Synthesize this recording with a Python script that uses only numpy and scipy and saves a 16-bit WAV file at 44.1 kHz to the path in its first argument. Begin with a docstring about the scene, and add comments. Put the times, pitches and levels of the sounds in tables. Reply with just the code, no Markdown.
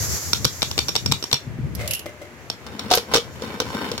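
"""A pressure cooker, close by in a small kitchen, over a low handling rumble.
Until 1.5 s the last steam hisses out and fades while the valve weight clacks on the vent.
Near 1.8 s the handle is squeezed, its wire catch slips off and the handle springs free.
The weight ticks once more; near 2.9 s and 3.15 s the lid drops loose with two clunks,
then scrapes along the rim as it is tilted out."""
import sys
import numpy as np
from scipy import signal
from scipy.fft import rfft, irfft
from scipy.io import wavfile

SR = 44100
rng = np.random.default_rng(int(sys.argv[2]) if len(sys.argv) > 2 else 0)


def to_wav(sig):
    """Store sig (one row per channel, or 1-D mono) as 16-bit WAV at the path in sys.argv[1].

    Samples outside -1..1 are clipped; the rate is SR.
    """
    pcm = np.clip(np.atleast_2d(sig), -1, 1) * 32767
    pcm = np.round(pcm).astype(np.int16)
    wavfile.write(sys.argv[1], SR, pcm.T)  # frames by channels


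N = 176400

# room noise spectrum: freq_hz, gain_db
FLOOR_EQ = [(130, -6.5), (330, 2.5), (870, -6.5), (2060, -5), (3350, -16), (16000, -34)]
FLOOR_DB = -44

# handling rumble envelope: time_s, level_db
RUMBLE_ENV = [(0, -28), (.25, -37), (.43, -32.5), (.55, -35), (1.0, -40), (1.1, -26.5), (1.25, -51),
              (1.65, -28.5), (1.93, -36), (1.98, -51), (2.8, -44), (3.8, -41.5)]
# rumble spectrum: freq_hz, gain_db
RUMBLE_EQ = [(45, -30), (72, -2), (120, -5), (240, -19), (380, -28)]
RUMBLE_SIDE_GAIN, RUMBLE_SWELL_DB = 0.74, 3
# dull low thumps, from handling and from the valve weight landing: start_s, level_db
BUMPS = [(0.452, -14.5), (1.06, -16), (1.091, -15), (1.331, -16.5), (1.468, -20), (1.588, -13),
         (1.636, -19)]
BUMP_HZ, BUMP_RISE_S, BUMP_T60_S = 138.7, 0.0032, 0.09

# steam flow envelope: time_s, level_db
STEAM_ENV = [(0, -24), (.3, -29.5), (.42, -36.5), (.62, -36.5), (1.3, -46), (1.5, -62), (4, -51)]
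# jet spectrum: freq_hz, gain_db
JET_EQ = [(400, -6), (800, -8), (2000, -6), (2700, -13), (3800, -10.5), (4500, -4), (6300, 3), (7400, 1),
          (8400, -14), (10000, -12), (11900, -5.5), (14000, -14)]
STEAM_FLICKER_DB = 1.5

# rub of the squeezed handle: time_s, level_db
SQUEEZE_ENV = [(1.72, -65), (1.81, -29.5), (1.85, -36), (1.93, -40), (2.02, -92)]
# handle rub and tick spectrum: freq_hz, gain_db
SQUEEZE_EQ = [(250, -14.5), (590, 7), (850, -10), (1800, -9.5), (2090, 1), (2400, -8), (16000, -25.5)]
# wire catch slipping over the handle: start_s, level_db, ring_rel_db
CATCH_SLIPS = [(1.75, -29.5, -21), (1.8762, -21.5, -4.5), (1.9089, -20, 2.5), (1.9347, -18.5, -8),
               (1.949, -27, 4.5), (1.9926, -30, -3), (2.951, -14, -24)]
# wire mode: pitch_hz, t60_s, level_db
CATCH_MODES = [(11180, 0.064, -2)]
# catch click spectrum: freq_hz, gain_db
CATCH_EQ = [(2000, -4.5), (2800, -8), (3600, -2), (5300, 2), (9000, -5.5), (12300, 2.5), (16000, -14)]
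CATCH_T60_S = 0.054
RASP_HZ, RASP_WIDTH_HZ, RASP_DB, RASP_T60_S = 2830, 360, -9.5, 0.2  # rough ring of the wire
# sprung handle letting go: start_s, level_db
HANDLE_SNAPS = [(2.058, -26.5), (2.2148, -33)]
# handle modes: pitch_hz, t60_s, level_db
HANDLE_MODES = [(337, 0.14, -7), (581.3, 0.11, -1), (604, 0.73, -13.5), (1210, 0.058, -15),
                (2076, 0.26, -10.5)]
HANDLE_TICK_DB, HANDLE_TICK_T60_S = -4, 0.15

# lid hitting the rim: start_s, level_db, low_mode_rel_db
LID_KNOCKS = [(2.6651, -31, -15), (2.7936, -22, -22), (2.9035, -21, -15), (2.9125, -10.5, -22),
              (2.9165, -11, -10), (2.9265, -13.5, -26), (2.9369, -7, -6.5), (2.947, -16, -13),
              (2.9735, -14.5, 5.5), (2.981, -17.5, -6), (3.1374, -11, 0.5), (3.1432, -7, -23),
              (3.153, -12, 6.5), (3.1605, -11, -17), (3.17, -13, -3), (3.181, -19.5, 7), (3.4214, -28, 11),
              (3.601, -13, -0.5), (3.619, -28, 11.5), (3.9157, -21.5, 4.5), (3.9575, -40, -11),
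              (3.9788, -21, -11)]
# lowest lid mode: pitch_hz, t60_s, level_db
LID_LOW_MODE = [(473.6, 0.065, -3.5)]
# lid mode rung as the seal lets go: pitch_hz, t60_s, level_db
LID_RELEASE_MODE = [(730, 0.15, 0)]
RELEASE_S, RELEASE_DB = 2.9125, -11
# upper lid modes: pitch_hz, t60_s, rel_db
LID_MODES = [(980, 0.13, -44), (1071, 0.11, -22), (1564, 0.12, -19.5), (2296, 0.14, -21.5),
             (3100, 0.041, -13), (3730, 0.029, -8.5), (4430, 0.03, -7.5), (5100, 0.03, -12.5),
             (5515, 0.033, -6.5)]
# metal-on-metal chatter spectrum: freq_hz, gain_db
CHATTER_EQ = [(100, -19), (480, -3.5), (1300, -3), (1950, -12), (3900, -2.5), (6200, -7.5), (9500, -19),
              (16000, -24.5)]
CHATTER_GRAIN_DB, CHATTER_T60_S, CHATTER_RING_DB = 2.5, 0.031, -8
# lid sliding on the rim: time_s, level_db
SLIDE_ENV = [(2.5, -67), (2.68, -44), (2.86, -38), (3.07, -47.5), (3.12, -29), (3.21, -48), (3.38, -47),
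             (3.43, -34), (3.55, -39.5), (3.75, -31), (3.88, -33), (4.0, -40)]
# sliding friction spectrum: freq_hz, gain_db
SLIDE_EQ = [(210, 2.5), (360, -7.5), (480, -2), (650, -13), (930, -8), (4350, -22.5), (16000, -33.5)]
SLIDE_GRAIN_DB, SLIDE_GRAIN_HZ, SLIDE_JERK_DB, SLIDE_RING_DB = 4, 701.4, 2, -4
GRIT_PER_S, GRIT_DB = 64, -15

# weight hitting the vent pipe: start_s, level_db, crack_rel_db, ping_rel_db
CLACKS = [(0.3324, -5.5, -3.5, 0), (0.4457, -16, 2.5, 7), (0.4509, -8.5, 5, -5), (0.6203, -2, -14.5, -11),
          (0.6285, -6, -4.5, -23), (0.713, -15, -3, -5), (0.7789, -6, -6.5, -29), (0.7898, -5.5, -4.5, -8),
          (0.884, -18.5, 3, 7.5), (0.8911, -19, 3.5, 8.5), (.9538, -6, -5.5, -18), (0.9629, -6, -6, -1.5),
          (1.0609, -13, -2.5, 6), (1.115, -10, -11, -5), (1.1215, -1.5, -4, -9.5), (1.2263, -20, -0.5, 3),
          (1.2398, -17, -1.5, 3.5), (1.3142, -11.5, -7.5, -28), (1.3292, 0, -8, -7),
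          (1.342, -10.5, -6, 0.5), (2.5001, -20, 4.5, 4)]
# weight modes: pitch_hz, t60_s, left_db, right_db
WEIGHT_MODES = [(2384, 0.042, -18, -42), (2900, 0.027, -24, -19), (3666, 0.021, -4.5, -22),
                (4320, 0.0093, -1.5, -14), (7690, 0.028, -30.5, -21)]
# ping mode of the weight: pitch_hz, t60_s, left_db, right_db
WEIGHT_PING = [(5550, 0.033, -42, 0)]
CLACK_DETUNE_FRAC, PING_DETUNE_FRAC, STRIKE_SPREAD_DB = 0.025, .007, 3.5  # no two landings alike
# contact crack spectrum: freq_hz, gain_db
CRACK_EQ = [(80, -4), (300, -1), (1500, -2.5), (1900, -21), (2400, -5.5), (5000, 2), (9500, -17.5),
            (12000, -13), (16000, -25)]
CRACK_T60_S = 0.018
THUMP_DB, THUMP_DAMPING_T60_S = -11, 0.056  # a hard landing also thumps the lid

# reverb spectrum: freq_hz, gain_db
ROOM_EQ = [(300, -5), (3000, 4.5), (15000, 0.5)]
ROOM_DB, ROOM_T60_S, WALL_DELAY_S = -10, 0.19, .012
# microphone balance: freq_hz, left_minus_right_db
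MIC_BALANCE = [(300, 4.5), (1300, 0.5), (5600, -0.5), (8000, 1.5), (12300, -8.5), (16000, -4)]
RIGHT_LAG_S, LOWPASS_HZ = .00015, 16000


def undb(db):
    """Decibels to gain."""
    return 10 ** (np.asarray(db) / 20)


def unit(x):
    """Scale to rms 1."""
    return x / np.sqrt(np.mean(x ** 2))


def envelope(points):
    """Gain over time from (time_s, level_db) points."""
    return undb(np.interp(np.arange(N) / SR, *np.array(points).T))


def convolve(x, response):
    """Apply an impulse response; keep N samples."""
    return signal.fftconvolve(np.atleast_2d(x), response, axes=1)[:, :N]


def min_phase(x, bin_db):
    """Causal filter with a gain per frequency bin."""
    cepstrum = irfft(np.log(undb(np.atleast_2d(bin_db))))
    fold = np.r_[1, np.full(N // 2 - 1, 2), np.zeros(N // 2)]
    response = irfft(np.exp(rfft(cepstrum * fold)))
    return convolve(x, response[:, :N // 20])


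def eq(x, points):
    """Filter by (freq_hz, gain_db) points, rolling off outside them; keeps white-noise power."""
    hz, db = np.array(points, float).T
    log_hz = np.log(hz)
    log_bins = np.log(np.maximum(np.fft.rfftfreq(N, 1 / SR), 1))
    low_cut_db = 40 * np.maximum(log_hz[0] - log_bins, 0)
    high_cut_db = 20 * np.maximum(log_bins - log_hz[-1], 0)
    gain = unit(undb(np.interp(log_bins, log_hz, db) - low_cut_db - high_cut_db))
    return min_phase(x, 20 * np.log10(gain))


def wander(rate_hz):
    """Smooth random motion, rms 1."""
    points = rng.standard_normal(N)
    return unit(np.interp(np.arange(N) / SR * rate_hz, np.arange(N), points))


def decay(t60_s):
    """Exponential decay, 0.5 s long."""
    return np.exp(-np.log(1000) * np.arange(SR // 2) / SR / t60_s)


def ring(modes):
    """Damped sines of a struck body; one level, or one per side."""
    t = np.arange(SR // 2) / SR
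    return sum(undb(db)[:, None] * decay(t60_s) * np.sin(2 * np.pi * hz * t) for hz, t60_s, *db in modes)


def detuned(mode, spread_frac):
    """One mode, randomly off pitch."""
    hz, *rest = mode
    return ring([(hz * (1 + spread_frac * rng.standard_normal()), *rest)])


def stereo_noise(size):
    """Noise: bass shared, treble independent per side."""
    shared, own = rng.standard_normal(size), rng.standard_normal((2, size))
    low, high = (signal.butter(2, 1000, kind, fs=SR) for kind in ("low", "high"))
    return signal.lfilter(*low, shared) + signal.lfilter(*high, own)


def burst(t60_s, grain_db=0):
    """Dying contact noise; grain_db roughens it into tiny impacts."""
    grains = undb(grain_db * np.repeat(rng.standard_normal(SR // 20), 20))[:SR // 2]
    noise = stereo_noise(SR // 2) * grains * decay(t60_s)
    return unit(noise) * np.sqrt(np.mean(decay(t60_s) ** 2))


def add(out, start_s, sound):
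    """Mix a sound in at start_s."""
    i = int(start_s * SR)
    out[:, i:i + sound.shape[1]] += sound[:, :N - i]


def room_noise():
    """Quiet, steady noise floor."""
    return undb(FLOOR_DB) * eq(stereo_noise(N), FLOOR_EQ)


def kitchen(x):
    """Add short reverb, starting at the nearest wall's echo."""
    tail = stereo_noise(SR // 2) * decay(ROOM_T60_S)
    tail /= np.sqrt(np.sum(tail ** 2) / 2)
    wet = np.zeros((2, N))
    add(wet, WALL_DELAY_S, convolve(x.mean(axis=0), tail))
    return x + undb(ROOM_DB) * eq(wet, ROOM_EQ)


def microphones(x):
    """Bass leans left, high treble right; sound reaches the left first."""
    balance_db = np.interp(np.fft.rfftfreq(N, 1 / SR), *np.array(MIC_BALANCE).T)
    left, right = min_phase(x, np.array([balance_db, -balance_db]) / 2)
    late_right = np.pad(right, (int(RIGHT_LAG_S * SR), 0))[:N]
    return np.array([left, late_right])


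def rumble_and_thumps():
    """Swelling handling rumble; dull low thumps from handling and from the valve weight landing."""
    mid, side = rng.standard_normal((2, N))
    noise = mid + RUMBLE_SIDE_GAIN * side * np.array([[1], [-1]])
    out = unit(eq(noise, RUMBLE_EQ)) * envelope(RUMBLE_ENV) * undb(RUMBLE_SWELL_DB * wander(rate_hz=14))
    attack = 1 - np.exp(-np.arange(SR // 2) / SR / BUMP_RISE_S)
    bump = attack * ring([(BUMP_HZ, BUMP_T60_S, -2), (BUMP_HZ * 1.67, BUMP_T60_S / 2, -2)])
    for start_s, db in BUMPS:
        add(out, start_s, undb(db) * bump)
    return out


def steam():
    """The jet dies down as pressure falls; a faint hiss then creeps back."""
    jet = eq(stereo_noise(N), JET_EQ)
    return jet * envelope(STEAM_ENV) * undb(STEAM_FLICKER_DB * wander(rate_hz=24.87))


def latch():
    """The squeezed handle rubs, its wire catch clicks and rings, the handle springs free."""
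    tones, clicks, ticks, rasp = np.zeros((4, 2, N))
    wire, handle = ring(CATCH_MODES), ring(HANDLE_MODES)
    for start_s, db, ring_db in CATCH_SLIPS:
        add(tones, start_s, undb(db + ring_db) * wire)
        add(clicks, start_s, undb(db) * burst(CATCH_T60_S, grain_db=4.0))
        add(rasp, start_s, undb(db + ring_db + RASP_DB) * burst(RASP_T60_S))
    band = signal.butter(2, [RASP_HZ - RASP_WIDTH_HZ / 2, RASP_HZ + RASP_WIDTH_HZ / 2], "band", fs=SR)
    tones += signal.lfilter(*band, rasp) * np.sqrt(SR / 2 / RASP_WIDTH_HZ)  # make-up gain
    for start_s, db in HANDLE_SNAPS:
        add(tones, start_s, undb(db) * handle)
        add(ticks, start_s, undb(db + HANDLE_TICK_DB) * burst(HANDLE_TICK_T60_S, grain_db=-6.5))
    rub = unit(stereo_noise(N) * undb(1.9 * wander(rate_hz=420))) * envelope(SQUEEZE_ENV)
    return tones + eq(clicks, CATCH_EQ) + eq(rub + ticks, SQUEEZE_EQ)


def lid():
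    """The lid breaks its seal, bounces, then scrapes over grit; knocks and friction ring it."""
    tones, chatter = np.zeros((2, 2, N))
    low_mode, body = ring(LID_LOW_MODE), ring(LID_MODES)
    body /= np.sqrt(np.sum(body ** 2))
    add(tones, RELEASE_S, undb(RELEASE_DB) * ring(LID_RELEASE_MODE))
    for start_s, db, low_db in LID_KNOCKS:
        add(tones, start_s, undb(db + low_db) * low_mode)
        add(chatter, start_s, undb(db) * burst(CHATTER_T60_S, CHATTER_GRAIN_DB))
    knocks = eq(chatter, CHATTER_EQ) + undb(CHATTER_RING_DB) * convolve(chatter, body)
    friction = stereo_noise(N)
    roughness_db = SLIDE_GRAIN_DB * wander(SLIDE_GRAIN_HZ) + SLIDE_JERK_DB * wander(rate_hz=50)
    rub = eq(unit(friction * undb(roughness_db)), SLIDE_EQ) * envelope(SLIDE_ENV)
    grit = unit((rng.random(N) < GRIT_PER_S / SR) * rng.standard_normal((2, N)))
    ticks = undb(GRIT_DB) * eq(grit, CHATTER_EQ) * envelope(SLIDE_ENV)
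    return tones + knocks + rub + ticks + undb(SLIDE_RING_DB) * convolve(rub, body)


def valve_weight():
    """The weight hits the vent pipe: each contact cracks, rings the weight and thumps the lid."""
    tones, cracks = np.zeros((2, 2, N))
    lid_mode = ring(LID_LOW_MODE) * decay(THUMP_DAMPING_T60_S)
    for start_s, db, crack_db, ping_db in CLACKS:
        body = sum(detuned(mode, CLACK_DETUNE_FRAC) * undb(STRIKE_SPREAD_DB * rng.standard_normal())
                   for mode in WEIGHT_MODES)
        ping = undb(ping_db) * detuned(WEIGHT_PING[0], PING_DETUNE_FRAC)
        thump = undb(crack_db + THUMP_DB) * lid_mode
        add(tones, start_s, undb(db) * (body + ping + thump))
        add(cracks, start_s, undb(db + crack_db) * burst(CRACK_T60_S))
    return tones + eq(cracks, CRACK_EQ)


def scene():
    """Cooker parts with reverb; steam, rumble, low thumps and room noise without."""
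    floor = room_noise()
    cooker = kitchen(valve_weight() + latch() + lid())
    return microphones(cooker + steam() + rumble_and_thumps() + floor)


def record(dry):
    """Clip at full scale, then low-pass steeply."""
    lowpass = signal.ellip(10, .2, 70, LOWPASS_HZ, fs=SR, output="sos")
    return signal.sosfilt(lowpass, np.clip(dry, -1, 1))


dry = scene()
out = record(dry)
to_wav(out)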